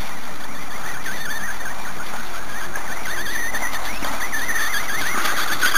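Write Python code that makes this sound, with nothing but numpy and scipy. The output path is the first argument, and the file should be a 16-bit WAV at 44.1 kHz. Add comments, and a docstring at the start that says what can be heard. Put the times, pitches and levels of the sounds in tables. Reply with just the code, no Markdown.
"""On rough grass, a small electric buggy bounces towards a toy-grade camera. Each bite of its tyres loads
the motor, so the gear whine falls in pitch and grows louder; between bites the motor spins up. The tyres
tear grass and scrape soil, loose parts rattle, and blows ring the plastic chassis. Wind blows over a far
drone, a faint pulsing tone and a passing hum. The camera's converter holds each of about 8000 samples
a second, which mirrors the spectrum into the treble."""
import sys
import numpy as np
from scipy import signal
from scipy.fft import rfft, irfft, next_fast_len
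from scipy.io import wavfile
from scipy.ndimage import uniform_filter1d, map_coordinates

SR = 44100
rng = np.random.default_rng(int(sys.argv[2]) if len(sys.argv) > 2 else 0)


def wav_record(signal):
    """Record a signal, one row per channel, as 16-bit PCM in the file named by sys.argv[1]."""
    frames = np.transpose(np.atleast_2d(signal))
    bounded = np.clip(frames, -1, 1)
    # unit amplitude maps onto the largest positive 16-bit level
    quanta = np.round(bounded * 32767).astype(np.int16)
    wavfile.write(sys.argv[1], SR, quanta)


N = 254456

# Each row: time of lowest speed in seconds, mesh pitch in Hz and whine in dB before the bite, the same
# two at lowest speed, seconds the speed stays low, seconds the grip lasts, overtone in relative dB.
TYRE_BITES = [(0.105, 2304, -31, 1879, -36, 0.00998, .02, -19),
              (0.174, 2060, -36, 2008, -35, 0.0032, .012, -21),
              (0.299, 2200, -39, 1739, -40, 0.0022, .025, -21),
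              (0.427, 1990, -34, 1475, -34, .002, .022, -10),
              (0.557, 2300, -26, 1682, -35.5, 0.0035, .08, -8),
              (0.712, 2088, -36, 1672, -35.5, 0.0036, 0.06, -11.5),
              (0.832, 2127, -32, 1572, -36.5, 0.0017, 0.054, -9.5),
              (0.896, 1973, -27.5, 1857, -27, 0.0034, 0.028, -32),
              (0.957, 1976, -31.5, 1518, -29.5, 0.0082, 0.02, -15),
              (1.078, 2100, -25, 1553, -25.5, 0.024, .1, -22.5),
              (1.183, 1916, -27.5, 1707, -32, 0.0055, 0.065, -8),
              (1.271, 1794, -27.5, 1482, -26, 0.012, 0.071, -13),
              (1.333, 1756, -24.5, 1707, -29.5, .002, 0.053, -12.5),
              (1.406, 1764, -24.5, 1603, -26, .004, 0.08, -28),
              (1.49, 1900, -26.5, 1553, -21.5, 0.011, 0.075, -37),
              (1.603, 1960, -40, 1836, -29, 0.0063, .015, -16),
              (1.671, 1933, -26, 1499, -28.5, .006, .05, -23),
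              (1.727, 1913, -28, 1822, -38, .002, .006, -21),
              (1.87, 2407, -32, 1386, -28.5, 0.0056, 0.038, -24),
              (2.004, 1840, -36, 1394, -27.5, .008, 0.028, -21),
              (2.178, 1662, -36, 1421, -30, .004, 0.035, -15),
              (2.35, 1523, -32, 1311, -32, .004, 0.049, -17),
              (2.488, 1656, -31, 1582, -37, 0.0034, .03, -29),
              (2.528, 1645, -32, 1580, -30, .012, 0.068, -17.5),
              (2.621, 1847, -29.5, 1580, -29, .006, .035, -15),
              (2.702, 1800, -27.5, 1400, -40, .015, 0.044, -23),
              (2.77, 1723, -18, 1534, -37, 0.0018, 0.032, -21),
              (2.895, 2045, -23.5, 1499, -25, .012, 0.038, -23),
              (3.074, 2340, -25, 1533, -24.5, 0.014, 0.083, -17),
              (3.18, 1987, -27, 1588, -23, .008, 0.075, -17),
              (3.272, 1965, -28.5, 1627, -24.5, 0.013, 0.074, -13),
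              (3.356, 1955, -26, 1726, -20.5, .008, 0.084, -21),
              (3.434, 1907, -21.5, 1833, -22, 0.036, 0.073, -19),
              (3.555, 2050, -24.5, 1770, -21.5, 0.0082, 0.023, -18),
              (3.635, 2076, -22, 1943, -20.5, 0.041, 0.041, -27),
              (3.755, 2080, -22, 1750, -22, 0.0037, 0.02, -15),
              (3.872, 2100, -34, 1600, -26, 0.0021, 0.046, -21),
              (4.05, 3014, -27, 1583, -27.5, .012, 0.048, -6),
              (4.22, 2503, -25, 1710, -22, 0.0022, 0.044, -18),
              (4.342, 2336, -24, 1725, -16.5, 0.0061, 0.048, -26.5),
              (4.399, 1790, -22, 1675, -23, 0.0085, .05, -13.5),
              (4.501, 2127, -23.5, 1830, -18, 0.0052, 0.047, -27),
              (4.558, 1966, -23.5, 1740, -18.5, 0.0027, .03, -20.5),
              (4.594, 1850, -22, 1694, -17, 0.00803, 0.055, -21.5),
              (4.652, 1820, -20.5, 1711, -20, 0.00583, 0.075, -15.5),
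              (4.747, 2046, -26, 1680, -18, 0.022, 0.073, -14.5),
              (4.899, 2231, -24.5, 1667, -23.5, 0.034, .11, -12.5),
              (5.03, 2130, -23, 1505, -22.5, .015, .12, -14.5),
              (5.165, 2260, -22.5, 1510, -27, 0.019, 0.074, -27),
              (5.258, 2143, -33, 1650, -24, .004, 0.01, -8),
              (5.285, 1697, -40, 1575, -22, 0.01198, 0.075, -18),
              (5.38, 2003, -30, 1523, -22, .025, 0.066, -10.5),
              (5.499, 1880, -29, 1498, -17, 0.013, 0.043, -15),
              (5.632, 2080, -30, 1475, -13, 0.024, 0.069, -14),
              (5.722, 1780, -26.5, 1623, -29, 0.0096, .008, 1),
              (5.762, 1707, -13.5, 1550, -14, .01, 0.023, -11.5)]
# Each row: time in seconds, base levels in dB of tearing grass, scraping soil and rattling parts.
ROLLING_LEVELS = [(0.0, -36.5, -42.5, -40.5), (0.61, -37.5, -41, -44), (0.87, -37.5, -37, -41.5),
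                  (1.24, -37, -45, -40.5), (1.46, -37.5, -36.5, -41.5), (1.74, -34, -43, -43),
                  (2.25, -37.5, -40, -40), (2.97, -34, -39.5, -43.5), (3.33, -36.5, -41, -38),
                  (3.52, -36.5, -43, -41), (3.73, -34.5, -41.5, -39.5), (4.03, -33, -37.5, -38.5),
                  (4.4, -33.5, -38.5, -38), (4.69, -35.5, -32.5, -34.5), (5.05, -36, -33.5, -36.5),
                  (5.26, -36, -28, -29.5), (5.58, -34.5, -30, -31), (5.77, -37, -26.5, -31.5)]
# Each row: time in seconds, wind level in dB, centre of its moan in Hz.
WIND_COURSE = [(0, -43.5, 236), (1.2, -42, 216), (2.4, -44, 213), (3, -41.5, 231.7), (4.1, -42.5, 277.7),
               (4.7, -42.5, 320), (5.2, -38.5, 340), (5.77, -39.5, 322.9)]
# Each row: centre in Hz, width in Hz.
MOAN_BANDS = [(200, 79), (270, 70), (345, 69)]
# Each row: start in seconds, level in dB, dB added to the lowest mode, to tyre noise and to rattle.
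CHASSIS_BLOWS = [(2.138, -16.5, -9, 5, 0), (2.771, -22, -6, 5.5, 4), (2.902, -19, -10, -1, 2),
                 (3.541, -17, -21, 5, 4), (3.563, -22, -8, 1, 0), (3.623, -21, -8, 7, -1),
                 (3.734, -23, -10, 4.5, 9), (3.791, -24, -7, 4, 3), (3.852, -32, -4, 1.5, 9),
                 (4.025, -24.5, 10, 2.5, 3), (4.047, -12, -16, 2.5, -4), (4.068, -20, -4, 4, 2),
                 (4.111, -19, 0, 0, 5.5), (4.139, -24, -4, 3, 2.5), (4.926, -27, 1, 3, 0),
                 (5.01, -21, 4, 3.5, 5), (5.063, -24, -2, 4, 7), (5.144, -32, 13, 3.5, 1.5),
                 (5.178, -18, -7, 10.5, 4.5), (5.248, -18, -3.5, 3, 6), (5.339, -16.5, -6, -1, -4),
                 (5.375, -23, 0, 2, 4), (5.435, -27, -1, 2, 5.5), (5.521, -19, -4, 2, 1.5),
                 (5.659, -19, -1, 0.5, 9), (5.747, -26, -3, 3, 3)]
# Each row: frequency in Hz, level in dB, seconds to decay by 60 dB.
CHASSIS_MODES = [(270, -6, .05), (620, -3, .02), (820, 0, .018), (1050, -1, .016), (1300, -4, .014)]
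# Each row: frequency in Hz, gain in dB.
GEARBOX_TRANSMISSION = [(2600, -30), (3000, -10), (3250, 5), (3650, 5), (3850, -8), (4300, -68),
                        (5000, -50)]
GRASS_SPECTRUM = [(200, -4), (340, -19), (450, -16.5), (600, -8), (800, -2), (1000, -3.5), (1250, -7.5),
                  (1800, -9.5), (2500, -20), (4500, -25)]
SOIL_SPECTRUM = [(250, -45), (350, -3), (500, -32), (900, -16.5), (1200, 3), (1500, 0.5), (1800, -15.5),
                 (2300, -19), (3000, -34), (4500, -40)]
RATTLE_SPECTRUM = [(1200, -14), (2000, 4.5), (2500, -2.5), (2950, -5), (3400, 1.5), (3800, -1.5),
                   (4200, -8), (5000, -52)]
BREEZE_SPECTRUM = [(15, -7), (30, -34), (60, -5), (100, -6.5), (160, -4), (300, -7), (450, -6), (700, -6),
                   (1500, -27), (4000, -17.5)]
# Each row: time in seconds, level in dB.
DRONE_ENVELOPE = [(0, -54), (1, -44.5), (2.8, -43.5), (4, -35.5), (4.3, -40.5), (5.77, -49)]
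PULSE_ENVELOPE = [(0, -48), (1.9, -50), (2.3, -48), (5.77, -63)]

BRAKE_HZ_PER_S, LONGEST_BRAKE_S, SPIN_HZ_PER_S = 14500, .028, 8500  # fall and recovery of mesh pitch
REBOUND_S, REBOUND_SHARE = .016, .35  # the first, quick part of the recovery
SLACK_DB, GRIP_LEAD_S = 11, .019  # drop in whine on free wheels; longest grip before lowest speed


def amp(db):
    """Amplitude ratio of a level in dB."""
    return 10 ** (np.asarray(db) / 20)


def unit(x):
    """Normalisation to rms 1."""
    return x / np.sqrt(np.mean(x ** 2) + 1e-20)


def curve(s, value):
    """Linear interpolation in time, one value per sample."""
    return np.interp(np.arange(N) / SR, np.maximum.accumulate(s), value)


def wobble(rate):
    """Smooth random modulation of rms 1, with rate knots a second."""
    knots = rng.standard_normal(int(N * rate / SR) + 4)
    return unit(map_coordinates(knots, [np.arange(N) * rate / SR]))


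def spans(starts, lengths, values, edge_s):
    """A soft-edged gate: each value during its span, 0 elsewhere."""
    out = np.zeros(N)
    for s, length, value in zip(starts, lengths, values):
        out[round(s * SR):round((s + length) * SR)] = value
    return uniform_filter1d(out, size=round(edge_s * SR))


def filtered(x, response):
    """Linear filtering: the spectrum times a frequency response."""
    m = next_fast_len(N + SR // 2)
    return irfft(rfft(x, m) * response(np.fft.rfftfreq(m, 1 / SR)), m)[..., :N]


def coloured(x, spectrum):
    """Spectral shaping by (Hz, dB) points on a logarithmic axis."""
    hz, db = np.transpose(spectrum)
    return filtered(x, lambda f: amp(np.interp(np.log(f + 1), np.log(hz), db, -120, -120)))


def rush(spectrum, patchy_db, grain_db, grain_rate):
    """Coloured noise of rms 1, modulated in grains of time and patches of time and frequency."""
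    grains = amp(grain_db * wobble(grain_rate))
    cells = signal.stft(rng.standard_normal(N) * grains, nperseg=512)[2]
    patches = uniform_filter1d(rng.standard_normal(cells.shape), size=6, axis=0)
    patches = unit(uniform_filter1d(patches, size=8, axis=1))
    noise = signal.istft(cells * amp(patchy_db * patches), nperseg=512)[1][:N]
    return unit(coloured(noise, spectrum))


def narrow(hz, width_hz):
    """Narrow-band noise, heard as an unsteady tone."""
    return unit(filtered(rng.standard_normal(N), lambda f: np.exp(-((f - hz) / width_hz) ** 2)))


def gears():
    """Tooth-mesh frequency follows motor speed. Returns the whine and the load, its dB about the trend."""
    slowest, top_hz, top_db, low_hz, low_db, hold, grip, overtone_db = np.transpose(TYRE_BITES)
    braking = np.minimum(abs(top_hz - low_hz) / BRAKE_HZ_PER_S, LONGEST_BRAKE_S)
    begins, freed = slowest - braking, slowest + hold
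    recovery = abs(top_hz[1:] - low_hz[:-1]) / SPIN_HZ_PER_S
    spun_up = np.minimum(begins, np.r_[0, freed[:-1] + recovery])
    stages = np.c_[spun_up, begins, slowest, freed]
    rebound = np.minimum(freed + REBOUND_S, (freed + np.r_[spun_up[1:], N / SR]) / 2)
    rebound_hz = low_hz + REBOUND_SHARE * (np.r_[top_hz[1:], low_hz[-1]] - low_hz)
    mesh_hz = curve(np.c_[stages, rebound].ravel(),
                    np.c_[top_hz, top_hz, low_hz, low_hz, rebound_hz].ravel())

    lead = np.minimum(braking, GRIP_LEAD_S)
    gripping = slowest - lead, lead + grip
    slack = 1 - spans(*gripping, np.ones(len(grip)), edge_s=.0027)
    whine_db = curve(stages.ravel(), np.c_[top_db, top_db, low_db, low_db].ravel())
    whine_db -= (SLACK_DB + 3.1 * wobble(60)) * slack
    whine_db -= 1.9 * abs(wobble(45))  # chattering teeth lose contact
    load_db = whine_db - uniform_filter1d(whine_db, size=SR // 3)

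    tooth_play = 1 + .013 * wobble(70) + .02 * wobble(220)
    phase = 2 * np.pi * np.cumsum(uniform_filter1d(mesh_hz, size=150) * tooth_play) / SR
    runout = 1 + .14 * np.sin(phase / 19 + 1.36 * wobble(5.4))  # a 19-tooth pinion runs out of true
    tone = amp(whine_db + 1.8 * wobble(140)) * runout * np.sin(phase)
    squeal = spans(*gripping, amp(low_db + overtone_db), edge_s=.0089)
    overtone = squeal * amp(2.94 * wobble(80)) * np.sin(2 * phase + .8 * wobble(240))
    return tone + coloured(overtone, GEARBOX_TRANSMISSION), load_db


def jolts(swell_db, rise_s=.006, decay_s=.028):
    """Superposed swells in dB, rising and decaying exponentially about each chassis blow."""
    t = np.arange(N) / SR - np.transpose(CHASSIS_BLOWS)[0][:, None]
    return swell_db @ np.exp(np.where(t < 0, t / rise_s, -t / decay_s))


def tyres(load_db):
    """Friction and small impacts make noise: grass, soil and rattle follow jolts, the last two load."""
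    s, grass_db, soil_db, rattle_db = np.transpose(ROLLING_LEVELS)
    scuff_db, shake_db = map(jolts, np.transpose(CHASSIS_BLOWS)[3:])
    ground_db = scuff_db + .76 * wobble(11)  # uneven ground
    grass = amp(curve(s, grass_db) + ground_db)
    grass *= rush(GRASS_SPECTRUM, patchy_db=1, grain_db=.86, grain_rate=160)
    soil = amp(curve(s, soil_db) + ground_db + .12 * load_db)
    soil *= rush(SOIL_SPECTRUM, patchy_db=1, grain_db=1.1, grain_rate=160)
    rattle = amp(curve(s, rattle_db) + shake_db + 2.3 * wobble(19) + .028 * load_db)
    rattle *= rush(RATTLE_SPECTRUM, patchy_db=1.5, grain_db=1.6, grain_rate=220)
    return grass + soil + rattle


def wind():
    """Turbulence at the microphone gives broadband noise; a moan drifts across narrow bands."""
    s, wind_db, moan_hz = np.transpose(WIND_COURSE)
    centre_hz = curve(s, moan_hz)
    moan = sum(np.exp(-((centre_hz - hz) / 60) ** 2) * narrow(hz, width) for hz, width in MOAN_BANDS)
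    breeze = rush(BREEZE_SPECTRUM, patchy_db=2.5, grain_db=.47, grain_rate=14)
    return amp(curve(s, wind_db)) * (breeze + amp(-4.5 + 1.2 * wobble(4.2)) * moan)


def far_drone(hz=42, drift=.0493):
    """Slow modulation of frequency and amplitude makes a low sinusoid waver."""
    phase = 2 * np.pi * np.cumsum(hz * (1 + drift * wobble(3.6))) / SR
    return amp(curve(*np.transpose(DRONE_ENVELOPE)) + 1.3 * wobble(5.15)) * np.sin(phase)


def pulsing_tone(hz=2362, pulse_hz=14.72):
    """Periodic amplitude modulation divides a faint, unsteady tone into even pulses."""
    t = np.arange(N) / SR
    gate = np.clip(.5 + np.cos(2 * np.pi * (pulse_hz * t + .08)), 0, 1)
    tone = np.sin(2 * np.pi * hz * t + wobble(90))
    return amp(curve(*np.transpose(PULSE_ENVELOPE)) + 1.8 * wobble(9)) * unit(gate * tone)


def passing_hum():
    """Noise confined to a narrow band is heard as a faint pitched hum."""
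    return spans(starts=[2], lengths=[1.54], values=[amp(-49.5)], edge_s=.1) * narrow(353, width_hz=9.5)


def chassis_knocks(attack_s=.0008):
    """Impacts excite the damped modes of the plastic tub, each at a new strength every time."""
    out, t = np.zeros(N + SR), np.arange(SR // 10) / SR
    for s, db, thump_db, *_ in CHASSIS_BLOWS:
        levels = np.transpose(CHASSIS_MODES)[1] + rng.normal(0, 1.5, len(CHASSIS_MODES))
        levels[0] += thump_db
        ring = sum(amp(level - 60 * t / t60) * np.sin(2 * np.pi * hz * t)
                   for (hz, _, t60), level in zip(CHASSIS_MODES, levels))
        out[round(s * SR):][:len(t)] += amp(db) * ring * (1 - np.exp(-t / attack_s))
    return out[:N]


def scene():
    """Superposition of all sources at one microphone."""
    whine, load_db = gears()
    buggy = whine + tyres(load_db) + chassis_knocks()
    return (buggy + wind() + far_drone() + passing_hum() + pulsing_tone())[None]


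def record(dry, hold_hz=8000.2, limit_hz=15450, dc_offset=-.1594):
    """A zero-order hold makes spectral images up to the band limit; the converter sits off centre."""
    n = np.arange(N)
    last_taken = np.ceil(np.floor(n * hold_hz / SR) * SR / hold_hz).astype(int)
    held = dry[:, np.minimum(last_taken, n)]
    return filtered(held, lambda hz: hz < limit_hz) + dc_offset


dry = scene()
out = record(dry)
wav_record(out)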